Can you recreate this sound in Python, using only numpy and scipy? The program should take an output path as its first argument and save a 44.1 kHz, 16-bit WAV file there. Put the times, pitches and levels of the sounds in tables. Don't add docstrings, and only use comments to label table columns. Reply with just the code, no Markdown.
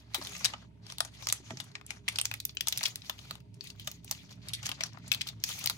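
import sys
import numpy as np
from scipy import signal
from scipy.fft import rfft, irfft
from scipy.io import wavfile

SR = 44100
rng = np.random.default_rng(int(sys.argv[2]) if len(sys.argv) > 2 else 0)


def dump(signal):
    limited = np.clip(np.atleast_2d(signal).T, -1, 1)
    pcm = np.round(limited * 32767).astype(np.int16)
    wavfile.write(sys.argv[1], SR, pcm)


N = 254456


def from_db(db):
    return 10 ** (np.asarray(db) / 20)


def rms_one(x):
    return x / np.sqrt(np.mean(x ** 2) + 1e-20)


def in_time(rows):
    time_s, *columns = np.transpose(rows)
    return [np.interp(np.arange(N) / SR, time_s, column) for column in columns]


def band(x, low_hz, high_hz):
    return signal.sosfilt(signal.butter(2, [low_hz, high_hz], "band", fs=SR, output="sos"), x)


def resonance(x, hz, width_hz):
    r = np.exp(-np.pi * width_hz / SR)
    feedback = [1, -2 * r * np.cos(2 * np.pi * hz / SR), r * r]
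    return signal.lfilter((1 - r * r) / 2 * np.array([1, 0, -1]), feedback, x)


def drift(rate_hz):
    r = np.exp(-2 * np.pi * rate_hz / SR)
    wander = signal.lfilter([1], [1, -2 * r, r * r], rng.standard_normal(N + SR))
    return rms_one(wander[SR:])


RIGHT_LAG = 7


def pair(noise, alike):
    alike = np.clip(alike, 0, 1)
    late = np.roll(noise[0], RIGHT_LAG)
    return np.array([noise[0], np.sqrt(alike) * late + np.sqrt(1 - alike) * noise[1]])


def treble_of(x, tilt_db):
    lower = band(band(x, 7650, 11200), 5200, 12000)
    upper = band(band(x, 11200, 22000), 12000, 16000)
    return (rms_one(lower) + from_db(tilt_db) * rms_one(upper)) / np.sqrt(1 + from_db(2 * tilt_db))


# start_s, body_db, ring_hz, low_db (re body), treble_db (re body), pan_db (left re right)
SNAPS = [(0.1447, -27, 3700, -11.5, -6.5, 4), (0.224, -41, 4370, -21, -10, -1),
         (0.27, -38, 3500, -26, -7, 3), (0.351, -41, 2480, -12, -13, 6), (0.3651, -39.5, 6200, -14, -21, 2),
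         (0.4451, -28, 5700, -48, -10.5, 19), (0.4503, -22, 4970, -17.5, -8, -2),
         (0.456, -25.5, 3960, -21, -9, 12.5), (0.4998, -51, 1570, -4, -19, 5),
         (0.5357, -38, 2940, -2, -24.5, 1), (0.8998, -43, 3880, -7.5, -11, 6.5),
         (0.9217, -41, 4675, -9, -6.5, 1), (0.9831, -36.5, 3837, -16, -4, 3),
         (1.0043, -24.5, 3660, -3.5, -3, 3.5), (1.0488, -42.5, 6750, -7, -3, 2.5),
         (1.2698, -28.5, 5440, -10.5, -11, 1), (1.287, -28, 6620, -27, -10, 2.5),
         (1.2994, -31, 3800, -15, -12, 3), (1.3247, -24.5, 7800, -15.5, 1.5, 1),
         (1.5054, -39.5, 1770, -4.5, -17, -3), (1.571, -40.5, 5288, -14, -19, -1),
         (1.6007, -34.5, 3570, -15, -10, 5), (1.641, -61, 4000, -8, 6.5, -4),
         (1.7524, -35, 1880, -18, -51, 4), (1.8116, -53, 2670, 0.5, -18, 7), (1.864, -56, 7184, -28, 12, 0),
         (1.9054, -32, 2330, -20.5, -10, 4.5), (2.08, -26, 2080, -18.5, -36, 0),
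         (2.085, -26.5, 2130, -20, -7, 6.5), (2.096, -47, 2500, -21, -4, -10),
         (2.1579, -32, 4440, -21.5, -14, 1), (2.1858, -24, 3110, -20.5, -7.5, 1.5),
         (2.198, -30.5, 4736, -26, -18, -2), (2.213, -30, 2980, -21, 4, 3),
         (2.254, -25, 7060, -23.5, -9.5, -1.5), (2.266, -51, 4470, -12, -7, 2),
         (2.3134, -32.5, 2340, -8, -11, 3), (2.339, -33.5, 2100, -14.5, -4, -2),
         (2.4013, -35, 3830, -43, -7, 2.5), (2.4515, -35, 6250, -43, 9, -1),
         (2.4928, -41.5, 4130, -24, -30, 1), (2.5489, -62, 2095, -30, 9, 1),
         (2.5697, -30.5, 2960, -38, -37, 6), (2.6081, -26.5, 2920, -40, -6, 5),
         (2.671, -30, 3550, -12.5, -8, 10), (2.6835, -26.5, 6100, -28, 1, -1),
         (2.7243, -26.5, 3680, -25, -8, 1), (2.7744, -30, 6200, -47, -2, -3),
         (2.78, -40, 3980, -33, 3.5, 5), (2.7916, -40, 3330, -26, -35, 11),
         (2.8088, -35, 1806, -10.5, -20, 0), (2.831, -30, 4200, -19, -5, 0),
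         (2.8364, -28, 5700, -17, -8, 3), (2.854, -27, 3470, -22, -11, 1),
         (2.857, -25.5, 3240, -36, -28, 10.5), (2.8632, -31.5, 3900, -27, -4, 0),
         (2.9571, -36, 4290, -22.5, -0.5, 3.5), (3.019, -45, 4030, -29, -30, 4),
         (3.096, -30, 3265, -7.5, -8, 4.5), (3.1896, -45, 3622, -17, -26.5, 6),
         (3.3092, -35, 3920, -5.5, -8, -0.5), (3.3537, -48, 3180, -7, -7, 7.5),
         (3.542, -60, 6500, -25, -1.5, 1.5), (3.6086, -38, 4370, -39.5, -25, 7.5),
         (3.64, -59, 2663, -16, 4.5, 13), (3.6715, -46, 3770, -41, -7.5, 9.5),
         (3.7012, -42.5, 4335, -46, -9, 4), (3.7965, -43, 3380, -26, -8, 2), (3.873, -35, 6590, -13, -6, 3),
         (3.8745, -33, 3511, -11.5, -7, 2.5), (3.9145, -43.5, 6400, -28, 1, -2),
         (4.045, -57, 4670, -6, 10, 7), (4.078, -47.5, 2910, -26, -23, -2),
         (4.111, -28.5, 6800, -11.5, -1, 0.5), (4.325, -56, 5450, -25, -7, 2),
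         (4.485, -40, 4550, -31, -1, 2), (4.4927, -41.5, 3990, -33, -14, -1),
         (4.5341, -31, 3630, -42, -5.5, 1.5), (4.549, -39, 4380, -42, -12, -3),
         (4.629, -41.5, 6700, -17, -14, 0), (4.6541, -38.5, 2468, -25, -6, -2),
         (4.658, -33.5, 6400, -20, -10, 3), (4.6651, -31, 6740, -21.5, -7.5, 3),
         (4.6908, -32.5, 3322, -8.5, -6.5, 3), (4.7154, -31.5, 3000, -11.5, -15, 4),
         (4.8072, -29, 1990, -18, -18, 2), (4.836, -27, 5582, -18, -12.5, 5.5),
         (4.932, -54, 6100, -28, -16, 8), (4.9723, -56, 1620, 8, -31, 11.5),
         (5.0785, -48, 7100, -25, -1.5, -0.5), (5.1171, -22, 2520, -32, -12.5, 12.5),
         (5.127, -39.5, 2480, -12, 1.5, -12), (5.1364, -34, 3920, -32, -12, 8),
         (5.146, -30.5, 3810, -26, -9, 1), (5.21, -30.5, 2485, -29, -21, 5),
         (5.215, -27.5, 3420, -37, -14, 2), (5.2704, -40.5, 3640, -24, -9, 11),
         (5.275, -39, 4000, -28, -6, 2), (5.287, -35, 3833, -33, -12, 3), (5.438, -25, 5760, -31, -5, 3.5),
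         (5.4892, -37, 3125, -12.5, -3, 2), (5.499, -42, 5284, -5, -19, 8), (5.589, -44, 4030, -35, 4, 1),
         (5.6109, -47, 2800, -9, -14, 8), (5.64, -35, 6970, -14, -6, 3), (5.659, -29, 3715, -27, 2, 6),
         (5.6731, -24, 4900, -30, -15, 2), (5.6976, -26.5, 4080, -13, -3.5, 1)]
# fine_folds_db, sizzle_db, dull_rub_db
FOIL_BARED = [(0, -4, -66.5, -70.5, -61.5), (.6, -11, -66, -77, -61.5), (1.0, -12.5, -62, -69, -61.5),
              (1.6, -10.5, -57, -70, -60.5), (2.0, -16, -61.5, -68, -61.5), (2.4, 2, -64.5, -72, -67.5),
              (3.2, -4, -63.5, -68, -67), (4.0, 3.5, -60.5, -70, -69), (4.5, -9, -66, -75.5, -64),
              (5.0, -0.5, -67, -85, -60.5), (5.4, -2, -66, -73, -65), (5.77, 0, -58.5, -68, -63)]
BAR_MODES = [645, 860, 1210]
FLIP_S, CRACK_T60_S = 0.00043, 0.005
SHIVER_T60_S, SHIVER_SPREAD_DB = 0.025, 3.5
LOW_LIFE = 1.5
RING_Q, TILT_SPREAD_DB = 4.7, 6.5
CRACK_GROWS, USUAL_SNAP_DB = 0.3, -32.5


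def first_ms_to_one(x):
    first = np.arange(x.shape[1]) / SR < .004
    return x / np.sqrt(np.mean(x[:, first] ** 2, axis=1, keepdims=True))


def snaps(rows, alike, crack_db, ring_share):
    t = np.arange(3000) / SR
    out = np.zeros((2, N + len(t)))
    share = np.clip(ring_share, 0, 1)
    noises = rng.standard_normal((len(rows), 2, len(t))) * (1 - np.exp(-t / FLIP_S))
    luck = rng.random((len(rows), 4))
    spreads = rng.standard_normal((len(rows), 2))
    tilt_db = in_time(FOIL_BARED)[0]
    for noise, (far, *strengths), (longer, brighter), row in zip(noises, luck, spreads, rows):
        start_s, body_db, ring_hz, low_db, treble_db, pan_db = row
        at = round(start_s * SR)
        t60 = SHIVER_T60_S * from_db(SHIVER_SPREAD_DB * longer)
        sharpness_db = crack_db + CRACK_GROWS * (body_db - USUAL_SNAP_DB)

        def crack_and_shiver(life=1, edge_db=0):
            shiver = from_db(-60 * t / (life * t60))
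            crack = from_db(sharpness_db + edge_db - 60 * t / CRACK_T60_S)
            return (shiver + crack) * noise

        body = band(band(crack_and_shiver(), 2070, 6650), 1500, 7140)
        ring = resonance(body, ring_hz, ring_hz / RING_Q)
        body = first_ms_to_one(share * first_ms_to_one(ring) + (1 - share) * first_ms_to_one(body))

        low = band(band(crack_and_shiver(LOW_LIFE), 580, 1600), 410, 2100)
        bar = sum(strength * resonance(low, hz, 89) for strength, hz in zip(strengths, BAR_MODES))
        low = first_ms_to_one(low + 1.3 * bar)

        treble = treble_of(crack_and_shiver(edge_db=-0.5), tilt_db[at] + TILT_SPREAD_DB * brighter)
        treble = first_ms_to_one(treble)

        sound = pair(body + from_db(low_db) * low + from_db(treble_db) * treble, alike)
        echo_delay = round((0.0006 + .0015 * far) * SR)
        sound = sound + .22 * np.roll(sound, echo_delay, axis=1)
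        port_db = body_db + np.array([[pan_db / 2], [-pan_db / 2]])
        out[:, at:at + len(t)] += from_db(port_db) * sound
    return out[:, :N]


TICKS_PER_S, TICK_DB = 12, -53.5
RATE_FOLLOWS, LEVEL_FOLLOWS = .6, 0.72
TICK_SPREAD_DB = 3.5


def ticks(effort_db):
    chance = TICKS_PER_S * from_db(RATE_FOLLOWS * effort_db) / SR
    at = np.flatnonzero(rng.random(N) < chance)
    size, pitch, low, treble, pan = rng.standard_normal((len(at), 5)).T
    body_db = TICK_DB + LEVEL_FOLLOWS * effort_db[at] + TICK_SPREAD_DB * size
    ring_hz = np.clip(3800 * 1.4 ** pitch, 1500, 7500)
    return list(zip(at / SR, body_db, ring_hz, -18 + 9 * low, -15 + 7 * treble, 3 + 5 * pan))


# (effort, usual is USUAL_DB)
STROKES = [(0, .01, -58, -64.5), (.03, .09, -74, -71), (0.157, 0.34, -49.5, -48.5),
           (0.596, 0.026, -64, -63.5), (0.871, 0.04, -59, -52), (1.02, .07, -59, -65),
           (1.14, 0.013, -58, -56.5), (1.205, .17, -56.5, -56.5), (1.455, 0.062, -60, -60.5),
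           (1.553, 0.13, -63, -63.5), (1.749, 0.056, -68, -75), (1.912, 0.064, -55, -65.5),
           (2.096, 0.073, -56.5, -56.5), (2.247, 0.13, -58, -59.5), (2.427, 0.069, -68, -64.5),
           (2.578, 0.058, -69, -61), (2.668, 0.21, -58.5, -46.5), (2.93, .11, -61, -66),
           (3.056, 0.12, -54.5, -65), (3.184, 0.17, -60.5, -62), (3.556, 0.016, -69.5, -73.5),
           (3.65, 0.058, -54.5, -63), (3.815, 0.016, -55, -64), (3.873, 0.079, -56.5, -61),
           (4.06, 0.068, -64.5, -53.5), (4.173, .1, -55.5, -66.5), (4.304, 0.0061, -62, -53.5),
           (4.424, 0.066, -66, -55), (4.512, 0.085, -59.5, -54), (4.655, 0.16, -44, -65.5),
           (4.81, 0.057, -53, -54.5), (4.92, 0.13, -64.5, -71), (5.035, 0.18, -61, -55.5),
           (5.26, 0.11, -55.5, -70.5), (5.484, 0.29, -42, -58)]
RISE_DB_PER_S, FALL_DB_PER_S = 354, 261
REST_DB, USUAL_DB = -83, -60


def effort():
    t = np.arange(N) / SR
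    out = np.full(N, float(REST_DB))
    for start_s, length_s, first_db, last_db in STROKES:
        end_s = start_s + length_s
        held = np.interp(t, [start_s, end_s], [first_db, last_db])
        rise = RISE_DB_PER_S * np.maximum(start_s - t, 0)
        fall = FALL_DB_PER_S * np.maximum(t - end_s, 0)
        out = np.maximum(out, held - rise - fall)
    return out - USUAL_DB


def crackle(per_s, spread_db, grain_t60, grain_share):
    born = rng.random(N) < per_s * from_db(5 * drift(25)) / SR
    sizes = born * from_db(spread_db * np.minimum(rng.exponential(1, N), 4))
    grains = signal.lfilter([1], [1, -from_db(-60 / (grain_t60 * SR))], sizes)
    share = np.clip(grain_share, 0, 1)
    return rng.standard_normal((2, N)) * (share * rms_one(grains) + 1 - share)


def folds(drive, modes, patchy_db):
    out = 0
    for hz, width_hz, db in modes:
        own = crackle(per_s=90, spread_db=4.0, grain_t60=0.075, grain_share=0.6)
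        gain = from_db(db + patchy_db * drift(9))
        out = out + gain * resonance(resonance(drive + 3.3 * own, hz, width_hz), hz, 2 * width_hz)
    return rms_one(out)


# pitch_hz, width_hz (of the first of two filters), level_db (relative)
BROAD_FOLDS = [(2040, 310, 0), (2400, 340, 1)]
MIDDLE_FOLDS = [(3200, 1200, 0), (4320, 1300, 0.0047)]
FINE_FOLDS = [(5740, 1100, 0.5), (6500, 900, 0.22)]
FOLLOWS = [1.22, 1.4, 0.69]
BROAD_DB, BROAD_FOLLOWS = -64.5, 1
MIDDLE_DB, MIDDLE_FOLLOWS = -59, 0.93


def rustle(effort_db, alike):
    broad_db = BROAD_DB + BROAD_FOLLOWS * effort_db
    middle_db = MIDDLE_DB + MIDDLE_FOLLOWS * effort_db
    tilt_db, *usual = in_time(FOIL_BARED)
    fine_db, sizzle_db, rub_db = (db + follows * effort_db for db, follows in zip(usual, FOLLOWS))

    film = crackle(per_s=250, spread_db=-2.0, grain_t60=0.022, grain_share=0.79)
    foil = crackle(per_s=240, spread_db=15.0, grain_t60=.006, grain_share=0.3)

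    broad = from_db(broad_db) * folds(film, BROAD_FOLDS, patchy_db=1.0)
    middle = from_db(middle_db) * folds(film, MIDDLE_FOLDS, patchy_db=0.0)
    fine = from_db(fine_db) * folds(film, FINE_FOLDS, patchy_db=2.5)
    sizzle = from_db(sizzle_db) * treble_of(0.3 * film + foil, tilt_db)
    dull_rub = from_db(rub_db) * rms_one(band(band(film, 460, 2100), 500, 2700))
    parts = broad + middle + fine + sizzle + dull_rub
    return pair(parts, alike) * from_db([[1.1], [-1.1]])


# start_s, level_db, pitch_hz (favoured), loss_db (per octave away from it)
BUMPS = [(0.183, -39.5, 380, 30), (0.194, -42.5, 318, 32), (1.401, -48.5, 360, 34), (1.506, -38.5, 650, 25),
         (1.512, -37.5, 200, 12), (1.535, -42, 347, 25), (4.694, -48, 276, 30), (4.806, -39.5, 650, 30)]
# pitch_hz, t60_s
TABLE_MODES = [(155, 0.13), (238, 0.15), (280, 0.14), (322, .08), (365, 0.063), (648, 0.077)]


def bumps():
    t = np.arange(9000) / SR
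    out = np.zeros(N + len(t))
    soft_onset = 1 - np.exp(-t / 0.0012)
    for start_s, level_db, favoured_hz, loss_db in BUMPS:
        at = round(start_s * SR)
        for hz, t60 in TABLE_MODES:
            mode_db = level_db - loss_db * abs(np.log2(hz / favoured_hz))
            out[at:at + len(t)] += from_db(mode_db - 60 * t / t60) * soft_onset * np.sin(2 * np.pi * hz * t)
    return out[:N]


ROOM_T60_S, ROOM_DB = 0.13, -15.5


def room(x):
    t = np.arange(round(.3 * SR)) / SR
    decay = from_db(-60 * t / ROOM_T60_S) * (t > .003)
    echoes = band(rng.standard_normal((2, len(t))) * decay, 360, 12200)
    echoes /= np.sqrt(np.sum(echoes ** 2, axis=1, keepdims=True))
    return from_db(ROOM_DB) * signal.fftconvolve(x, echoes, axes=1)[:, :N]


# pitch_hz, width_hz (of the first of two filters), level_db (usual)
ROOM_MODES = [(107.8, 15.6, -56.5), (131.7, 12, -61.5), (171.2, 27.4, -63), (208, 80, -67), (268, 35, -73),
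              (352, 36, -88), (408, 14, -74.5), (620, 53, -81), (914, 45, -84.5)]
# time_s, level_db (re usual)
RUMBLE = [(0, -11), (.22, 1.5), (.35, 0), (1.43, -1.5), (1.53, 5), (1.74, -5.5), (1.98, 0.5), (2.6, -2),
          (3.6, 0.5), (5.3, 3.5), (5.77, 2)]
# centre_s, depth_db
DRONE_DIPS = [(.86, 8), (1.55, 9), (1.72, 26), (2.88, 14), (3.0, 5), (3.59, 27.5), (4.29, 13), (4.93, 13.5),
              (5.58, 8)]
DRONE_HZ, DRONE_DB, DIP_S = 66.7, -61.5, 0.053
WANDER_DB = 1.5


def hum(side_db):
    t = np.arange(N) / SR
    rumble_db = in_time(RUMBLE)[0]
    dips_db = sum(depth_db * np.exp(-.5 * ((t - s) / DIP_S) ** 2) for s, depth_db in DRONE_DIPS)
    drone_phase = 2 * np.pi * np.cumsum(DRONE_HZ + 1.1 * drift(2.8)) / SR
    out = np.sqrt(2) * from_db(DRONE_DB - dips_db) * np.sin(drone_phase)
    for hz, width_hz, db in ROOM_MODES:
        noise = rng.standard_normal((2, N))
        mid, side = resonance(resonance(noise, hz, width_hz), hz, 2 * width_hz)
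        gain = from_db(db + rumble_db * (hz < 300) + WANDER_DB * drift(1.7))
        difference = from_db(side_db) * hz / 100 * rms_one(side) * np.array([[1], [-1]])
        out = out + gain * (rms_one(mid) + difference)
    return out * from_db([[-1.2], [1.2]])


# (relative, per Hz)
HISS_COLOUR = [(30, -7.5), (60, -22.5), (300, -5), (500, -29.5), (1300, -39.5), (2500, -28), (6000, -43.5),
               (9000, -41.5), (16000, -53)]
HISS_DB = -67.5


def hiss():
    hz = np.maximum(np.fft.rfftfreq(N, 1 / SR), 20)
    colour_hz, colour_db = np.transpose(HISS_COLOUR)
    colour = from_db(np.interp(np.log(hz), np.log(colour_hz), colour_db))
    return from_db(HISS_DB) * rms_one(irfft(rfft(rng.standard_normal((2, N))) * colour, N))


def scene():
    effort_db = effort()
    cracks = snaps(SNAPS + ticks(effort_db), alike=0.11, crack_db=6.5, ring_share=0.57)
    echoes = room(cracks)
    film = rustle(effort_db, alike=0.1)
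    return cracks + echoes + film + bumps() + hum(side_db=-16.5) + hiss()


def record(dry):
    soft = signal.sosfilt(signal.butter(10, 16100, fs=SR, output="sos"), dry)
    return signal.sosfilt(signal.cheby2(14, 70, 17100, fs=SR, output="sos"), soft)


dry = scene()
out = record(dry)
dump(out)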